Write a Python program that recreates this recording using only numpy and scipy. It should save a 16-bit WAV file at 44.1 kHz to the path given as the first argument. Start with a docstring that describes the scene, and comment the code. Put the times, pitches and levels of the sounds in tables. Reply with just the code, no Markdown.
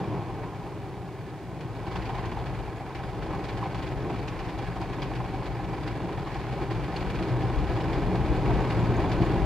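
"""Inside a car in an automatic wash

A spinning brush slaps the closed body about 22 times a second and scrubs it: noise shaped by a contact force.
The panels ring as resonances, the cabin booms, knocks excite low decaying modes, and water spatters the glass
as random impacts, over sinusoidal motor hum and faint hiss. The brush eases off briefly, bites again,
and drums harder as it comes close."""
import sys
import numpy as np
from scipy import signal
from scipy.fft import rfft, irfft, next_fast_len
from scipy.io import wavfile
from scipy.ndimage import uniform_filter1d

SR = 44100
rng = np.random.default_rng(int(sys.argv[2]) if len(sys.argv) > 2 else 0)


def wrap_up_sound(samples):
    """Save the sound to the file named by the first command line argument, as 16-bit audio."""
    columns = np.atleast_2d(samples).T
    # keep every value between -1 and 1, then stretch to whole-number steps
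    tamed = np.clip(columns, -1, 1)
    steps = np.round(tamed * 32767).astype(np.int16)
    wavfile.write(sys.argv[1], SR, steps)


N = 416744

# Slap rate of the turning brush: start_s [s], slap_rate_hz [1/s]
BRUSH_RATE = [(0.0, 22.66), (1.0, 22.39), (2.0, 22.08), (3.0, 22.44), (4.0, 22.82), (5.0, 22.56),
              (6.0, 22.55), (7.0, 22.77), (8.0, 22.97), (9.45, 21.72)]


def strikes(scatter_db, jitter_s):
    """Periodic excitation: phase is integrated rate, and each whole cycle lands a row of strips, unevenly."""
    cycles = np.cumsum(curves(BRUSH_RATE)[0]) / SR + .24
    times = np.flatnonzero(np.diff(np.floor(cycles))) / SR
    timing, strength = rng.standard_normal((len(times), 2)).T
    gains = undb(scatter_db * np.clip(strength, -2, 1))
    return unit(blows(times + jitter_s * timing, gains, rise_s=.014, fall_s=.011))


# How the slaps, relative to the scrubbing, follow the brush: level_db [dB], pressure_slope [dB per dB],
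# loose_change_db [dB, before the grip], close_change_db [dB], approach_lead_s [s], surge_db [dB, random]
STRIKE_LAW = (-3, 0.5, -7, -6, 0, 0.3)


def contact():
    """Power addition: steady scrubbing and slaps combine, then are normalized by the half-second rms."""
    bite = follow(STRIKE_LAW) * strikes(scatter_db=2.5, jitter_s=0.0015)
    force = np.sqrt(1 + bite ** 2)
    return force / np.sqrt(uniform_filter1d(force ** 2, SR // 2))


# How hard the brush presses on the car: start_s [s], pressure_db [dB]
PRESSURE_LEVEL = [(0, 2.5), (.2, 0), (.6, -2), (1.2, -5.5), (1.65, -3.5), (1.97, 0.5), (2.4, -0.1),
                  (2.8, -2.5), (3.35, 0.5), (5.1, -0.3), (5.55, 0), (7.3, 0), (8.1, -.5), (9.45, -1)]
# The wet brush takes hold of the car, and later closes in on the cabin
GRIP_S, GRIP_TAKES_S = 1.74, 0.19
APPROACH_S, APPROACH_TAKES_S = 6.3, 2.33


def follow(law):
    """Power-law coupling: level is linear in pressure, grip and closeness, plus slow random surges."""
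    db, per_pressure, loose_db, close_db, lead_s, surge_db = law
    loose = 1 - ramp(GRIP_S, GRIP_TAKES_S)
    close = ramp(APPROACH_S - lead_s, APPROACH_TAKES_S)
    pressed_db = db + per_pressure * curves(PRESSURE_LEVEL)[0]
    return undb(pressed_db + loose_db * loose + close_db * close + surge_db * walk(rate=6))


# Relative spectra of the drumming shell, the flexing roof and the cabin boom: frequency_hz [Hz], density_db [dB per Hz]
DRUM_SPECTRUM = [(45, -43.5), (83, -6.5), (97, -3.5), (108, 1), (135, 2.5), (150, -3.5), (168, -4.5),
                 (183, -2.5), (200, -10.5), (220, -12.5), (260, -10), (305, -5), (400, -8), (470, -12.5),
                 (700, -18.5), (8000, -110)]
ROOF_SPECTRUM = [(100, -41), (160, -7.5), (183, 2), (205, -6.5), (255, -8), (320, -4), (380, -7),
                 (470, -16), (650, -16.5), (1200, -68)]
BOOM_SPECTRUM = [(15, -48), (26, -25), (32, -18), (37, -5.5), (43, -1), (51, -2.5), (62, -0.5), (77, -10),
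                 (110, -26), (250, -65), (2000, -110)]
# How drumming and roof follow the brush: level_db [dB], pressure_slope [dB per dB],
# loose_change_db [dB], close_change_db [dB], approach_lead_s [s], surge_db [dB]
DRUM_LAW = (-34, 1.12, 0.5, 8, -0.01, 1)
ROOF_LAW = (-55.5, -1, 1, 22, 0.33, 1)
# Cabin boom, rolling as the brush comes close: start_s [s], level_db [dB]
BOOM_LEVEL_CURVE = [(0, -48), (.7, -52), (1.5, -55), (2.0, -40.5), (2.55, -38), (2.8, -47), (3.1, -39),
                    (3.65, -42.5), (3.82, -37.5), (4.05, -42), (4.34, -36), (4.55, -42), (5.3, -40),
                    (6.1, -42), (7.05, -38.5), (7.18, -35), (7.33, -40), (7.58, -30), (7.85, -36.5),
                    (8.2, -29), (8.6, -28.5), (8.8, -35), (8.95, -28.5), (9.15, -33), (9.45, -28)]
# Resonances of panels and glass: frequency_hz [Hz], width_hz [Hz], lift_db [dB]
PANEL_MODES = [(316, 14, 1.5), (328, 8.7, 1.5), (402, 31, 2.5), (791, 44, 6.5), (990, 40, 0.5),
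               (1205, 35, -4), (1261, 37, 6.5), (1536, 40, 6.5), (1707, 19, 7.5), (2167, 46, -7),
               (2260, 65, 4.5), (2610, 53, -5), (3153, 58, -0.5), (3400, 44, 4.5), (3500, 58, -1.5),
               (3950, 580, -2), (4300, 63, 3), (4700, 64, 2)]


def body(force):
    """Forced vibration: the shell drums and booms, the roof joins in when the brush is close, knocks add rings."""
    drum = colour(noise() * force ** 0.29, DRUM_SPECTRUM, PANEL_MODES) * follow(DRUM_LAW)
    roof = colour(noise(), ROOF_SPECTRUM) * follow(ROOF_LAW)
    boom = colour(noise(), BOOM_SPECTRUM) * undb(curves(BOOM_LEVEL_CURVE)[0])
    return drum + roof + boom + knocks()


# Heavy knocks on the body: start_s [s], level_db [dB], length [factor], brightness [dB per octave]
BODY_KNOCKS = [(.185, -29, 1.3, 3.5), (1.955, -30, 0.91, -0.5), (2.091, -31, .7, 2.5),
               (2.234, -30, 0.65, 3), (4.0, -26, 2, -7), (4.3, -25, 2, -10), (4.46, -25, 2, -10),
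               (4.67, -25, 2.4, -10), (4.79, -31.5, 1.3, 4.5), (5.16, -24, 1.8, -7), (5.85, -25, 1.8, -8),
               (6.031, -27.5, 1, 2), (6.21, -25, 1.2, -7), (6.739, -22, 2.2, -16), (7.207, -23, 0.81, 3),
               (7.296, -19, 2.4, -10), (7.99, -27, 1.4, -2), (8.14, -20, 1, 2), (8.29, -22, 2.2, 0.5),
               (8.485, -19, 1.7, 2.5), (8.66, -26.5, 1.8, 1), (8.768, -11.5, 1.3, -7), (8.818, -17, 1.1, 0),
               (8.922, -17.5, 2.6, -11), (8.965, -23, 0.87, 3), (9.104, -20, 1.1, 0),
               (9.201, -10.5, 0.91, 0.5)]
# Shell modes before detuning and scaling by length: frequency_hz [Hz], level_db [dB], decay_s [s]
SHELL_MODES = [(117.3, -0.5, 0.022), (171.2, -3.5, 0.021), (291, -7, 0.014), (343, -4.5, .019),
               (696, -12, .012)]
KNOCK_RISE_S = 0.0066  # for a length factor of one


def knocks():
    """Modal decay: each knock rings a few low shell modes; a soft, long push makes a dull swell."""
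    t = np.arange(SR // 2) / SR
    out = np.zeros(N + len(t))
    lowest_hz = SHELL_MODES[0][0]
    detunings = rng.standard_normal((len(BODY_KNOCKS), len(SHELL_MODES)))
    for (s, level_db, length, tilt_db), detuning in zip(BODY_KNOCKS, detunings):
        ring = 0
        for (hz, db, decay_s), d in zip(SHELL_MODES, detuning):
            gain = undb(db + tilt_db * np.log2(hz / lowest_hz))
            tone = np.sin(2 * np.pi * hz * (1 + 0.026 * d) * t)
            ring = ring + gain * np.exp(-t / (decay_s * length)) * tone
        onset = 1 - np.exp(-t / (KNOCK_RISE_S * length))
        start = int(s * SR)
        out[start:start + len(t)] += undb(level_db) * ring * onset
    return out[:N] * np.array([[1], [0]])  # mid only


# Relative spectra of scrubbing cloth and of hard slaps: frequency_hz [Hz], density_db [dB per Hz]
CLOTH_SPECTRUM = [(150, -12), (400, -6.5), (600, -4.5), (740, 2), (880, 0.5), (1060, 0.5), (1200, -8.5),
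                  (1700, -16.5), (2400, -16), (3500, -23.5), (7000, -38.5), (16000, -86)]
SLAP_SPECTRUM = [(250, -23.5), (580, -9), (740, 3.5), (1080, 2), (1300, -17), (2400, -13.5), (4000, -38.5),
                 (16000, -62)]
# Hard slaps of the cloth: start_s [s], level_db [dB]
HARD_SLAPS = [(.143, -38), (.172, -41), (.26, -40), (.301, -41), (.432, -37), (0.66, -39), (1.955, -31),
              (2.092, -30.5), (2.145, -32), (2.182, -35), (2.238, -30.5), (2.316, -31), (2.37, -32.5),
              (2.461, -35), (2.674, -39.5), (2.807, -41), (2.998, -35), (3.332, -31), (3.627, -28),
              (3.656, -32.5), (4.054, -39), (4.1, -36), (4.586, -35), (4.815, -32), (4.924, -34),
              (5.025, -36), (5.111, -35), (5.199, -33), (5.55, -40), (6.09, -33.5), (6.178, -35),
              (6.27, -32.5), (6.614, -40), (7.7, -36), (7.761, -31), (8.455, -30), (8.506, -25.5),
              (8.588, -30.5), (8.99, -29.5), (9.04, -28), (9.229, -28.5), (9.357, -32)]
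# How scrubbing follows the brush: level_db [dB], pressure_slope [dB per dB],
# loose_change_db [dB], close_change_db [dB], approach_lead_s [s], surge_db [dB]
SCRUB_LAW = (-40.5, 1.38, -0.3, 6, 0, 0.17)


def cloth(force):
    """Impact excitation: many wet strips patter on the resonant panels, and some land hard."""
    scrub = roaming(patter(rate=10000, spread_db=1.5) * force, CLOTH_SPECTRUM)
    s, db = np.transpose(HARD_SLAPS)
    slaps = blows(s, undb(db), rise_s=.001, fall_s=.013)
    return scrub * follow(SCRUB_LAW) + colour(noise(), SLAP_SPECTRUM, PANEL_MODES) * slaps


# Share by which the ringing moves up or down as strips land in new places, and how often it moves
PANEL_SHIFT, PANEL_SHIFTS_PER_S = 0.013, 7


def roaming(x, table):
    """Position-dependent resonance: a moving crossfade joins panels tuned slightly low and slightly high."""
    place = .5 + .5 * np.tanh(2 * walk(rate=PANEL_SHIFTS_PER_S))
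    low = colour(x, table, np.array(PANEL_MODES) * [1 - PANEL_SHIFT, 1, 1])
    high = colour(x, table, np.array(PANEL_MODES) * [1 + PANEL_SHIFT, 1, 1])
    return low * (1 - place) + high * place


# Relative spectrum of the spray: frequency_hz [Hz], density_db [dB per Hz]
SPRAY_SPECTRUM = [(500, -11), (1300, 1), (1800, 2.5), (2450, 1), (3100, -7), (4000, -7.5), (4900, -12),
                  (5600, -21.5), (6600, -22), (8000, -26), (11000, -31), (16000, -41)]
# Level of the spray: start_s [s], level_db [dB]
SPRAY_LEVEL_CURVE = [(0, -53.5), (.7, -54.5), (1.6, -54), (1.95, -49.5), (2.3, -49), (2.7, -50.5),
                     (3.15, -50), (3.4, -48.5), (6.1, -48), (6.8, -46.5), (7.2, -45.5), (7.5, -46),
                     (8.3, -44.5), (8.7, -43.5), (9.1, -43.5), (9.45, -43)]


def water(force):
    """Modulated shot noise: spray leaves the strips in sheets that break into overlapping clumps of drops."""
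    clumps = undb(0.6 * walk(rate=28) + 1.3 * walk(rate=130))
    spatter = patter(rate=6000, spread_db=-0.5) * force ** 0.58 * clumps
    return roaming(spatter, SPRAY_SPECTRUM) * undb(curves(SPRAY_LEVEL_CURVE)[0])


# Relative spectra of the dull splat and the sharp tick: frequency_hz [Hz], density_db [dB per Hz]
SPLAT_SPECTRUM = [(500, -14), (1300, -2), (2450, 0), (3100, -5), (4800, -10), (5600, -18), (8000, -28),
                  (16000, -48)]
TICK_SPECTRUM = [(1000, -23), (2500, 12), (3400, 1.5), (4400, 0.5), (5300, -7), (6700, -12.5), (8500, -28),
                 (12000, -27), (16000, -34)]
# Big splashes landing on the car: start_s [s], level_db [dB], sharp_share [0-1 of power]
BIG_SPLASHES = [(1.604, -50, .2), (1.862, -50, .2), (1.91, -46, .2), (1.955, -42.5, .1), (2.016, -46, .05),
                (2.053, -44.5, 0.7), (2.089, -46, 0.1), (2.145, -46, .05), (2.174, -47, .3),
                (2.25, -47, .4), (2.312, -49, .2), (2.458, -44.5, .05), (2.946, -44.5, .35),
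                (3.223, -45, 0.2), (3.438, -42.5, .1), (3.485, -42, 0.1), (3.57, -44.5, 0),
                (3.634, -48, 0.1), (3.743, -43, .2), (3.775, -49, 0.3), (3.821, -43.5, 0.2),
                (3.863, -44, 0), (4.099, -48, 0), (4.157, -51, 0), (4.277, -41, 0.14), (4.388, -44, .5),
                (4.444, -48, .5), (4.485, -45, 0.2), (4.583, -47, .35), (4.64, -48, 0.2), (4.81, -43.5, 0),
                (4.929, -46, 0), (5.018, -38.5, .7), (5.149, -44.5, 0.2), (5.342, -50, 0),
                (5.453, -44.5, .2), (5.507, -55, 0.1), (5.827, -46, 0.1), (5.873, -42, 0.1),
                (5.908, -49, 0.1), (6.27, -50, 0), (6.313, -47, 0), (6.34, -44, 0), (6.519, -44, 0.1),
                (6.707, -42, 0), (6.743, -47, 0.2), (6.834, -46.5, 0.1), (6.96, -41, .05),
                (7.003, -42.5, 0.24), (7.15, -45, 0.1), (7.186, -44, .1), (7.222, -41, 0), (7.282, -45, .1),
                (7.416, -46, 0), (7.579, -50, 0), (7.763, -45, .05), (7.801, -43, 0), (7.927, -41, 0),
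                (8.488, -50, 0), (8.536, -44, 0), (8.698, -41, 0.1), (9.014, -46, .6), (9.114, -37.5, 0.46),
                (9.212, -42, 0)]
SPLASH_TAIL_DB = -11  # relative to the splat


def splashes():
    """Clustered impacts: drops make a dull splat, a sharp tick on the glass and a short wet tail."""
    s, db, sharp = np.transpose(BIG_SPLASHES)
    out = 0
    for table, share in ((SPLAT_SPECTRUM, 1 - sharp), (TICK_SPECTRUM, sharp)):
        gains = undb(db) * np.sqrt(np.clip(share, 0, 1))
        splat = blows(s, gains, rise_s=.008, fall_s=.011)
        tail = blows(s, gains * undb(SPLASH_TAIL_DB), rise_s=.02, fall_s=.03)
        cluster = colour(patter(rate=5000, spread_db=1.2), table, PANEL_MODES)
        out = out + cluster * np.hypot(splat, tail)
    return out


# Big single drops on the glass: start_s [s], level_db [dB], pitch_hz [Hz]
BIG_DROPS = [(1.608, -54, 6500), (1.958, -37, 2700), (2.057, -42, 4400), (2.094, -39, 2970),
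             (2.259, -52, 6200), (2.770, -54, 7000), (3.890, -54, 6500), (4.276, -52, 7000),
             (4.285, -37, 2420), (4.288, -50, 6000), (4.394, -47, 5000), (4.589, -51, 6200),
             (4.814, -55, 6500), (5.020, -39, 4830), (5.025, -35, 3300), (6.963, -36, 2780),
             (6.965, -33.5, 4350), (6.969, -36, 4350), (7.007, -48, 4700), (7.904, -56, 7000),
             (8.605, -51, 7000), (8.803, -50, 6900), (8.967, -45, 6600), (9.094, -51, 7000),
             (9.251, -51, 7000)]
# Sprinkle of small drops: pitch range, then level relative to the spray
SPRINKLE_PER_S, SPRINKLE_LOW_HZ, SPRINKLE_OCTAVES = 45, 1400, 2
SPRINKLE_DB, SPRINKLE_RANGE_DB, SPRINKLE_DB_PER_OCTAVE = 11, 10, -7
DROP_RING_S, DROP_CLICK_S, DROP_CLICK_DB, GLASS_TOP_HZ = .003, .003, -6, 4800


def drops():
    """Damped oscillation: each drop clicks and rings; a few are big, and a sprinkle follows the spray."""
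    wet_s = N / SR - GRIP_S
    when, pitch, size = rng.random((int(SPRINKLE_PER_S * wet_s), 3)).T
    s = GRIP_S + when * wet_s
    octaves = SPRINKLE_OCTAVES * pitch
    hz = SPRINKLE_LOW_HZ * 2 ** octaves
    db = np.interp(s, *np.transpose(SPRAY_LEVEL_CURVE)) + SPRINKLE_DB
    db = db - SPRINKLE_RANGE_DB * size + SPRINKLE_DB_PER_OCTAVE * octaves
    t = np.arange(SR // 40) / SR
    glass = signal.butter(4, GLASS_TOP_HZ, fs=SR, output="sos")
    out = np.zeros((2, N + len(t)))
    for at_s, level_db, ring_hz in [*BIG_DROPS, *zip(s, db, hz)]:
        ring = np.exp(-t / DROP_RING_S) * np.sin(2 * np.pi * ring_hz * t)
        burst = np.exp(-t / DROP_CLICK_S) * rng.standard_normal(len(t))
        click = undb(DROP_CLICK_DB) * signal.sosfilt(glass, burst)
        start = int(np.clip(at_s * SR, 0, N))
        mid_side = [1, rng.uniform(-1, 1)]  # random place from left to right
        out[:, start:start + len(t)] += np.outer(mid_side, undb(level_db) * (ring + click))
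    return out[:, :N]


# Motor hum before wavering: pitch_hz [Hz], level_db [dB, relative]
HUM_TONES = [(59.2, -17), (118.6, -7), (178, -13.5)]
# How the hum follows the brush: level_db [dB], pressure_slope [dB per dB],
# loose_change_db [dB], close_change_db [dB], approach_lead_s [s], surge_db [dB]
HUM_LAW = (-43.3, 1, 0.5, 6.5, 0.5, 0)


def motors():
    """Amplitude and phase modulation: hum comes through the shell as the brush presses, wavering."""
    t = np.arange(N) / SR
    hum = 0
    for hz, db in HUM_TONES:
        phase = 2 * np.pi * hz * t + 1.48 * walk(rate=16)
        hum = hum + undb(db + 2.3 * walk(rate=7.6)) * np.sin(phase)
    return unit(hum) * follow(HUM_LAW) * np.array([[1], [0]])  # mid only


# Relative spectrum of the hiss: frequency_hz [Hz], density_db [dB per Hz]
HISS_SPECTRUM = [(1000, 5), (4000, 3), (6500, 0), (9000, -3.3), (12000, -6.8), (16000, -11.3)]


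def hiss():
    """Stationary noise: a faint, even hiss lies under everything."""
    return colour(noise(), HISS_SPECTRUM) * undb(-63.3)


# The two microphones: frequency_hz [Hz], diffuse_db [dB], left_minus_right_db [dB], left_lead_rad [rad]
MICROPHONE_PAIR = [(32, -26, 7.6, -1), (47, -28, 6.8, -.97), (120, -30, 1.8, -.62), (300, -25, -.1, -.24),
                   (800, -21, -.6, -.12), (1300, -13, -.8, -.06), (2400, -11, -.8, 0), (4500, -5, -1, .33),
                   (8000, -.7, -.7, 1), (15000, -.8, 0, 1)]


def microphones(sound):
    """Spatial coherence: bass is alike but stronger on the left, treble is diffuse."""
    diffuse_db, balance_db, lead = across(MICROPHONE_PAIR)
    mid, side = rfft(sound, 2 * len(lead) - 2)
    side = side * undb(diffuse_db)
    lean = undb(balance_db / 2) * np.exp(.5j * lead)
    return irfft(np.array([(mid + side) * lean, (mid - side) / lean]))[:, :N]


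def blows(times, gains, rise_s, fall_s):
    """Incoherent addition: blows swell quickly and die away, and their powers add."""
    t = np.arange(SR // 4) / SR
    shape = (1 - np.exp(-t / rise_s)) * np.exp(-t / fall_s)
    power = np.zeros(N + len(t))
    for s, gain in zip(times, gains):
        start = int(np.clip(s * SR, 0, N))
        power[start:start + len(t)] += (gain * shape / shape.max()) ** 2
    return np.sqrt(power[:N])


def patter(rate, spread_db):
    """Shot noise: tiny impacts at random moments, with exponentially spread levels; rms one."""
    lands = rng.random(N) < rate / SR
    size = undb(spread_db * np.minimum(rng.exponential(size=N), 5))
    return unit(noise() * lands * size)


def colour(x, table, modes=()):
    """Minimum-phase filtering: a smooth spectrum with resonant peaks; rms one."""
    hz, db = bins(), across(table)[0]
    for centre, width, lift in modes:
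        db = db + lift / (1 + (2 * (hz - centre) / width) ** 2)
    cepstrum = irfft(np.log(undb(db)))
    size = len(cepstrum)
    # folding the cepstrum onto positive time makes the filter causal
    response = np.exp(rfft(2 * cepstrum[:size // 2], size))
    return unit(irfft(rfft(x, size) * response)[:, :N])


def noise():
    """White noise: two unrelated signals, direct (mid) and diffuse (side)."""
    return rng.standard_normal((2, N))


def walk(rate):
    """Random modulation: levels drawn rate times a second, joined by straight slopes; rms one."""
    k = max(int(SR / rate), 1)
    held = np.repeat(rng.standard_normal(N // k + 1), k)
    return unit(uniform_filter1d(held, k)[:N])


def ramp(start_s, takes_s):
    """Linear transition: rise evenly from zero to one and stay there."""
    return np.clip((np.arange(N) / SR - start_s) / takes_s, 0, 1)


def curves(table):
    """Linear interpolation: each column of a timed table, sample by sample."""
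    s, *columns = np.transpose(table)
    return [np.interp(np.arange(N) / SR, s, c) for c in columns]


def across(table):
    """Logarithmic frequency scale: each column of a frequency table, joined by octaves."""
    hz, *columns = np.transpose(table)
    octave = np.log2(bins() + 1)  # one is added to avoid log of zero
    return [np.interp(octave, np.log2(hz), c) for c in columns]


def bins():
    """Discrete spectrum: frequencies of a transform a little longer than the scene."""
    return np.linspace(0, SR / 2, next_fast_len(N // 2 + 4096, True) + 1)


def undb(db):
    """Decibel law: level to amplitude gain."""
    return 10 ** (np.asarray(db) / 20)


def unit(x):
    """Rms normalization: scale to an rms of one."""
    return x / np.sqrt(np.mean(x ** 2))


def scene():
    """Superposition: one brush force drives body, cloth and spray; the other sources add to them."""
    force = contact()
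    brush = body(force) + cloth(force) + water(force)
    return microphones(brush + splashes() + drops() + motors() + hiss())


def record(dry):
    """Band limitation: a steep elliptic low-pass cuts the top of the spectrum."""
    return signal.sosfilt(signal.ellip(10, .2, 80, 15650, fs=SR, output="sos"), dry)


dry = scene()
out = record(dry)
wrap_up_sound(out)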